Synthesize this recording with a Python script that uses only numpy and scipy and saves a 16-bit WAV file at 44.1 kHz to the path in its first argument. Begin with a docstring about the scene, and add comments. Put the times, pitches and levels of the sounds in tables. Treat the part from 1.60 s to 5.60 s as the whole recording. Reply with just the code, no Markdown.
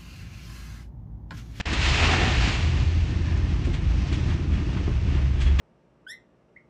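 """Inside the wheelhouse of a motor boat in a gale. Throughout, the hull rumbles, the propeller throbs and
the sea washes and churns outside. Just after the start the sound drops out briefly. A wave bursts over
the bow: fine spray, then heavy water, pelts the windows and drains away within two seconds. Meanwhile,
and on to the end, waves ring the cabin panels, loose gear rattles and the hull booms in the troughs.
As the wave fades, stray drops tick on the glass and a joint creaks once."""
import sys
import numpy as np
from scipy import signal
from scipy.fft import rfft, irfft
from scipy.io import wavfile
from scipy.ndimage import uniform_filter1d, map_coordinates

SR = 44100
rng = np.random.default_rng(int(sys.argv[2]) if len(sys.argv) > 2 else 0)


def pcm_store(signal):
    """Save signal as 16-bit PCM."""
    levels = np.round(np.clip(np.atleast_2d(signal), -1, 1) * 32767)
    wavfile.write(sys.argv[1], SR, levels.astype(np.int16).T)


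N = 176400


def undb(db):
    """Amplitude ratio of a level in decibels."""
    return 10 ** (np.asarray(db) / 20)


def unit(x):
    """Normalisation to unit rms."""
    return x / np.sqrt(np.mean(x ** 2) + 1e-18)


def clock():
    """Sample times, t/s."""
    return np.arange(N) / SR


def curve(table, column=1):
    """Linear interpolation of one column over time."""
    rows = np.array(table)
    return np.interp(clock(), rows[:, 0], rows[:, column])


def colour(x, spectrum):
    """Spectral shaping by (f/Hz, level/dB) rows, to unit rms."""
    hz, db = np.array(spectrum).T
    bins = np.maximum(np.arange(N // 2 + 1) * SR / N, 1)
    gain = undb(np.interp(np.log(bins), np.log(hz), db))
    return unit(irfft(rfft(x) * gain, N))


def wander(hz):
    """Smooth random modulation with a spread near one."""
    knots = rng.standard_normal(1024)
    return map_coordinates(knots, [clock() * hz], order=2, mode="mirror")


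def impacts(per_s, spread_db):
    """A Poisson process of clicks, most small and a few large."""
    hit = rng.random(N) < per_s / SR
    size = undb(spread_db * np.minimum(rng.exponential(size=N), 4))
    return unit(hit * size * rng.choice([-1, 1], N))


def cabin(x, t60_s=.2, echo_db=1):
    """Reverberation: diffuse reflections follow the direct sound and decay exponentially."""
    t = clock()[:SR // 2]
    tail = rng.standard_normal(len(t)) * np.exp(-np.log(1000) * t / t60_s) * (t > .003)
    return x + undb(echo_db) * signal.fftconvolve(x, tail / np.linalg.norm(tail))[:N]


def patter(per_s, spread_db, places=3):
    """Incoherent addition of impacts at several places, each with its own echoes."""
    return unit(sum(cabin(impacts(per_s / places, spread_db)) for _ in range(places)))


def resonate(x, modes):
    """Forced resonance: each mode band-passes the drive twice; the sum has unit rms."""
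    ring = np.zeros(N)
    for hz, width, db in modes:
        b, a = signal.iirpeak(hz, hz / width, fs=SR)
        ring += undb(db) * unit(signal.lfilter(b, a, signal.lfilter(b, a, x)))
    return unit(ring)


def bursts(events):
    """Summed envelopes, each with exponential growth to a peak and exponential decay."""
    t = clock()
    return sum(undb(db) * np.exp(np.minimum((t - peak) / rise, (peak - t) / decay))
               for peak, db, rise, decay in events)


def spray(peak_drops_per_s=4100, mist_db=3.5, flicker_db=.92):
    """Impact noise: drops pelt the glass in a hiss of mist and thin out as the wave passes."""
    # fine spray on the glass: t/s, level/dB
    levels = [(0, -30), (.08, -38.5), (.18, -33), (.26, -27.5), (.44, -27.5), (.6, -30), (.77, -32.5),
              (.89, -30.5), (1.08, -39), (1.4, -46.5), (1.9, -61)]
    # its spectrum: f/Hz, level/dB
    spectrum = [(300, -23.5), (900, -6.5), (1500, -7), (2150, -2), (2800, -1), (3300, -5), (4400, -8),
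                (5500, -14), (7000, -16.5), (8500, -29.5)]
    gain = undb(curve(levels))
    drops = patter(peak_drops_per_s * np.sqrt(gain / gain.max()), spread_db=3)
    mist = undb(mist_db) * rng.standard_normal(N)
    return colour(drops + mist, spectrum) * gain * undb(flicker_db * wander(hz=40))


def heavy_water(flicker_db=1.1):
    """Impact excitation: lumps of water set the roof and windows drumming."""
    # water on the wheelhouse: t/s, level/dB
    levels = [(0, -34), (.2, -40), (.33, -34.5), (.43, -27), (.54, -28), (.68, -27), (.8, -35.5), (.9, -34),
              (1.0, -39.5), (1.35, -53), (1.6, -61)]
    # its spectrum: f/Hz, level/dB
    spectrum = [(90, -11.5), (200, 3.5), (400, 2.5), (510, -5.5), (640, -6), (765, 2.5), (920, -8),
                (1350, -5), (1620, -6), (1800, -1.5), (2000, -6), (3200, -12), (8000, -52)]
    drum = colour(patter(per_s=2000, spread_db=1, places=5), spectrum)
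    return drum * undb(curve(levels) + flicker_db * wander(hz=45))


def sea(hiss_db=-4, flicker_db=.82):
    """Superposition: foam and wind-blown drops merge into a broadband wash."""
    # wash of the sea: t/s, level/dB
    levels = [(0, -34.5), (1.5, -45), (1.72, -42.5), (2.22, -45), (2.45, -42.5), (2.72, -43), (2.77, -45),
              (3.17, -42.5), (3.4, -45.5), (3.56, -40.5), (3.72, -46), (4, -42.5)]
    # its spectrum: f/Hz, level/dB
    spectrum = [(200, -11), (500, 2.5), (800, 2), (1060, 1.5), (1400, 0), (1800, 2), (2300, 0.5), (2800, 1),
                (3500, -5), (4500, -9.5), (6000, -13), (8500, -25.5)]
    foam = patter(per_s=1600, spread_db=2.5) + undb(hiss_db) * rng.standard_normal(N)
    return colour(foam, spectrum) * undb(curve(levels) + flicker_db * wander(hz=18))


def churn():
    """Random impulses: water knocks on the sides, overlapping into a dull churning."""
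    # water along the sides: t/s, level/dB
    levels = [(0, -39), (1.1, -36), (1.5, -36), (2.3, -35), (2.65, -33), (3.15, -33), (3.38, -38.5),
              (3.52, -33), (3.7, -38.5), (4, -36.5)]
    # its spectrum: f/Hz, level/dB
    spectrum = [(70, -20.5), (130, 1), (200, 5), (245, -.5), (325, -.5), (400, -8.5), (490, -22.5),
                (900, -34), (2000, -67)]
    knocks = patter(per_s=900, spread_db=2.5, places=6)
    return colour(knocks, spectrum) * undb(curve(levels))


def hull(sway_db=.5):
    """Forced vibration: engine and rushing water keep the hull rumbling."""
    # rumble of the hull: t/s, level/dB
    levels = [(0, -29), (.6, -24), (1.5, -24), (2.5, -25), (3.3, -24.5), (3.7, -25.5), (4, -27.5)]
    # its spectrum: f/Hz, level/dB
    spectrum = [(12, -23.5), (26, -13.5), (38, -4.5), (56, 3), (80, -1.5), (96, -2.5), (130, -3),
                (168, -16), (240, -27.5), (400, -31.5), (800, -41), (2000, -75.5)]
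    rumble = colour(rng.standard_normal(N), spectrum)
    return rumble * undb(curve(levels) + sway_db * wander(hz=9))


def propeller(waver=.011, throb_db=2):
    """Frequency and amplitude modulation: a throbbing tone sinks and swells under load."""
    # propeller drone: t/s, f/Hz, level/dB
    drone = [(0, 70.65, -31), (.3, 72.6, -26), (.53, 84.63, -27), (.8, 80.77, -30), (1.05, 79.8, -29),
             (1.55, 81, -23.5), (1.85, 82.96, -28), (2.1, 81.23, -34.5), (2.6, 80.9, -30.5),
             (3.0, 80.97, -28), (3.3, 76.2, -36.5), (3.52, 73.13, -31.5), (3.62, 69.8, -18.5),
             (3.78, 71.1, -25.5), (3.89, 70.4, -18.5), (4, 66.8, -24.5)]
    hz = curve(drone) * (1 + waver * wander(hz=10))
    tone = np.sqrt(2) * np.sin(2 * np.pi * np.cumsum(hz) / SR)
    return tone * undb(curve(drone, column=2) + throb_db * wander(hz=15))


def bumps(push_decay_s=.012):
    """Modal ringing: a short rough push of water excites the damped cabin panels."""
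    # waves bumping the hull: t/s, level/dB
    hits = [(0.129, -31.5), (.606, -30), (.672, -29.5), (.872, -29), (2.07, -29.5), (2.515, -34.5),
            (3.277, -28.5)]
    # panel modes: f/Hz, level/dB, T60/s
    modes = [(188, 0, 0.13), (251.6, 4, 0.092), (299, 4.5, 0.068), (336.4, -3, 0.19), (411, -5.5, 0.11),
             (560, -12, 0.11), (700, -14.5, 0.06), (1040, -19, 0.09)]
    t, out = clock()[:SR // 4], np.zeros(N + SR)
    ring = sum(undb(db) * np.sin(2 * np.pi * hz * t) * np.exp(-np.log(1000) * t / t60)
               for hz, db, t60 in modes)
    for onset, db in hits:
        push = rng.standard_normal(len(t)) * np.exp(-t / push_decay_s)
        knock = signal.fftconvolve(push, ring)[:len(t)]
        start = int(onset * SR)
        out[start:start + len(t)] += undb(db) * knock / np.std(knock[:SR // 30])
    return out[:N]


def rattles():
    """Repeated collisions: each shift of loose gear is a swarm of ticks that rings its modes."""
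    # shifts of the gear: t/s, level/dB, rise/s, decay/s, tilt/(dB per octave), ring/dB
    shifts = [(0.137, -24.5, 0.009, 0.0081, 1.5, -18), (2.053, -40, 0.01, 0.029, 0, -22),
              (2.143, -37, 0.0095, 0.02, 0, -16), (2.53, -36.5, 0.0069, 0.036, 0, -16),
              (2.71, -39, .025, 0.023, -3.5, -20), (2.94, -45, 0.013, .024, -2, -7),
              (3.55, -43.5, 0.01, .02, -3.5, -16), (3.817, -34, 0.012, 0.03, 1, -13),
              (3.868, -37, .0044, .027, -3, -3), (3.991, -25, 0.002, 0.028, -.5, -5)]
    # tick spectrum before tilting: f/Hz, level/dB
    spectrum = [(300, -9.5), (900, -8.5), (1170, -1), (1320, -3.5), (1700, 0), (2600, 2), (3100, 1),
                (3450, -1.5), (3800, -1.5), (5200, -12.5), (6500, -11.5), (8500, -20)]
    # gear modes: f/Hz, width/Hz, level/dB
    modes = [(1174, 120, -8), (3310, 270, -0.5)]
    ticks = patter(per_s=2200, spread_db=0, places=2)
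    ring = resonate(ticks, modes)
    out = np.zeros(N)
    for peak, db, rise, decay, tilt, ring_db in shifts:
        tilted = [(hz, level + tilt * np.log2(hz)) for hz, level in spectrum]
        clatter = unit(colour(ticks, tilted) + undb(ring_db) * ring)
        out += bursts([(peak, db, rise, decay)]) * clatter
    return out


def slaps():
    """Transient noise: a sheet of water lands as a dense burst of impacts."""
    # sheets hitting the wheelhouse: t/s, level/dB, rise/s, decay/s
    sheets = [(.435, -26.5, 0.04, 0.037), (.5, -30, 0.018, .025), (.538, -23.5, 0.011, 0.0056),
              (.88, -33, 0.018, 0.07), (2.69, -44, 0.017, .03), (3.175, -38, 0.0091, 0.011),
              (3.585, -42, 0.034, 0.013)]
    # their spectrum: f/Hz, level/dB
    spectrum = [(200, -16.5), (500, -6.5), (800, 0.5), (1100, 0), (1500, -1), (2200, -6), (3000, -10),
                (4500, -21.5), (8500, -35.5)]
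    return bursts(sheets) * colour(patter(per_s=3000, spread_db=3.8), spectrum)


def slams(rise_s=.028):
    """Damped oscillation: the whole hull booms as it drops into a trough."""
    # booms of the hull: t/s, level/dB, f/Hz
    booms = [(0.755, -18.5, 53), (1.355, -29, 45.93), (2.084, -26, 47), (2.267, -16.5, 54.7),
             (2.66, -28, 42), (3.495, -21, 39.6), (3.819, -19.5, 47.5)]
    out = np.zeros(N)
    for onset, db, hz in booms:
        age = np.maximum(clock() - onset, 0)
        envelope = age / rise_s * np.exp(1 - age / rise_s)
        out += undb(db) * envelope * np.sin(2 * np.pi * hz * age)
    return out


def drizzle():
    """Brief impacts carry high frequencies: stray drops tick lightly on the glass."""
    # light spray blown back: t/s, level/dB
    levels = [(0, -60), (1.5, -52), (2.2, -55.5), (2.4, -52), (2.7, -49), (2.82, -59.5), (3.2, -55),
              (4, -63)]
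    # its spectrum: f/Hz, level/dB
    spectrum = [(800, -14.5), (2500, -1), (4300, -0.5), (6000, -2.5), (8500, -20.5)]
    return colour(patter(per_s=350, spread_db=2), spectrum) * undb(curve(levels))


def creak():
    """Stick-slip friction: quick, irregular slips ring the resonances of a joint."""
    # faint creak: t/s, level/dB
    levels = [(1.6, -86), (1.66, -44), (1.72, -44.5), (1.765, -46), (1.83, -80)]
    # joint modes: f/Hz, width/Hz, level/dB
    modes = [(1010, 110, -4.5), (1740, 150, -0.5), (2330, 900, -9.5)]
    slips = patter(per_s=270, spread_db=1.5)
    return resonate(slips, modes) * undb(curve(levels))


def scene():
    """Superposition of water and boat, as heard behind the windows."""
    water = spray() + heavy_water() + slaps() + sea() + drizzle() + churn()
    boat = hull() + propeller() + rattles() + creak() + bumps() + slams()
    return (water + boat)[None]


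def record(dry, dip_db=-26, cutoff_hz=8850):
    """Attenuation: the level dips briefly near the start, and a low-pass filter cuts the top."""
    t = clock()
    dip = uniform_filter1d(1. * ((t > .014) & (t < .055)), size=128)
    low_pass = signal.ellip(10, .2, 90, cutoff_hz, fs=SR, output="sos")
    return signal.sosfilt(low_pass, dry * undb(dip_db * dip))


dry = scene()
out = record(dry)
pcm_store(out)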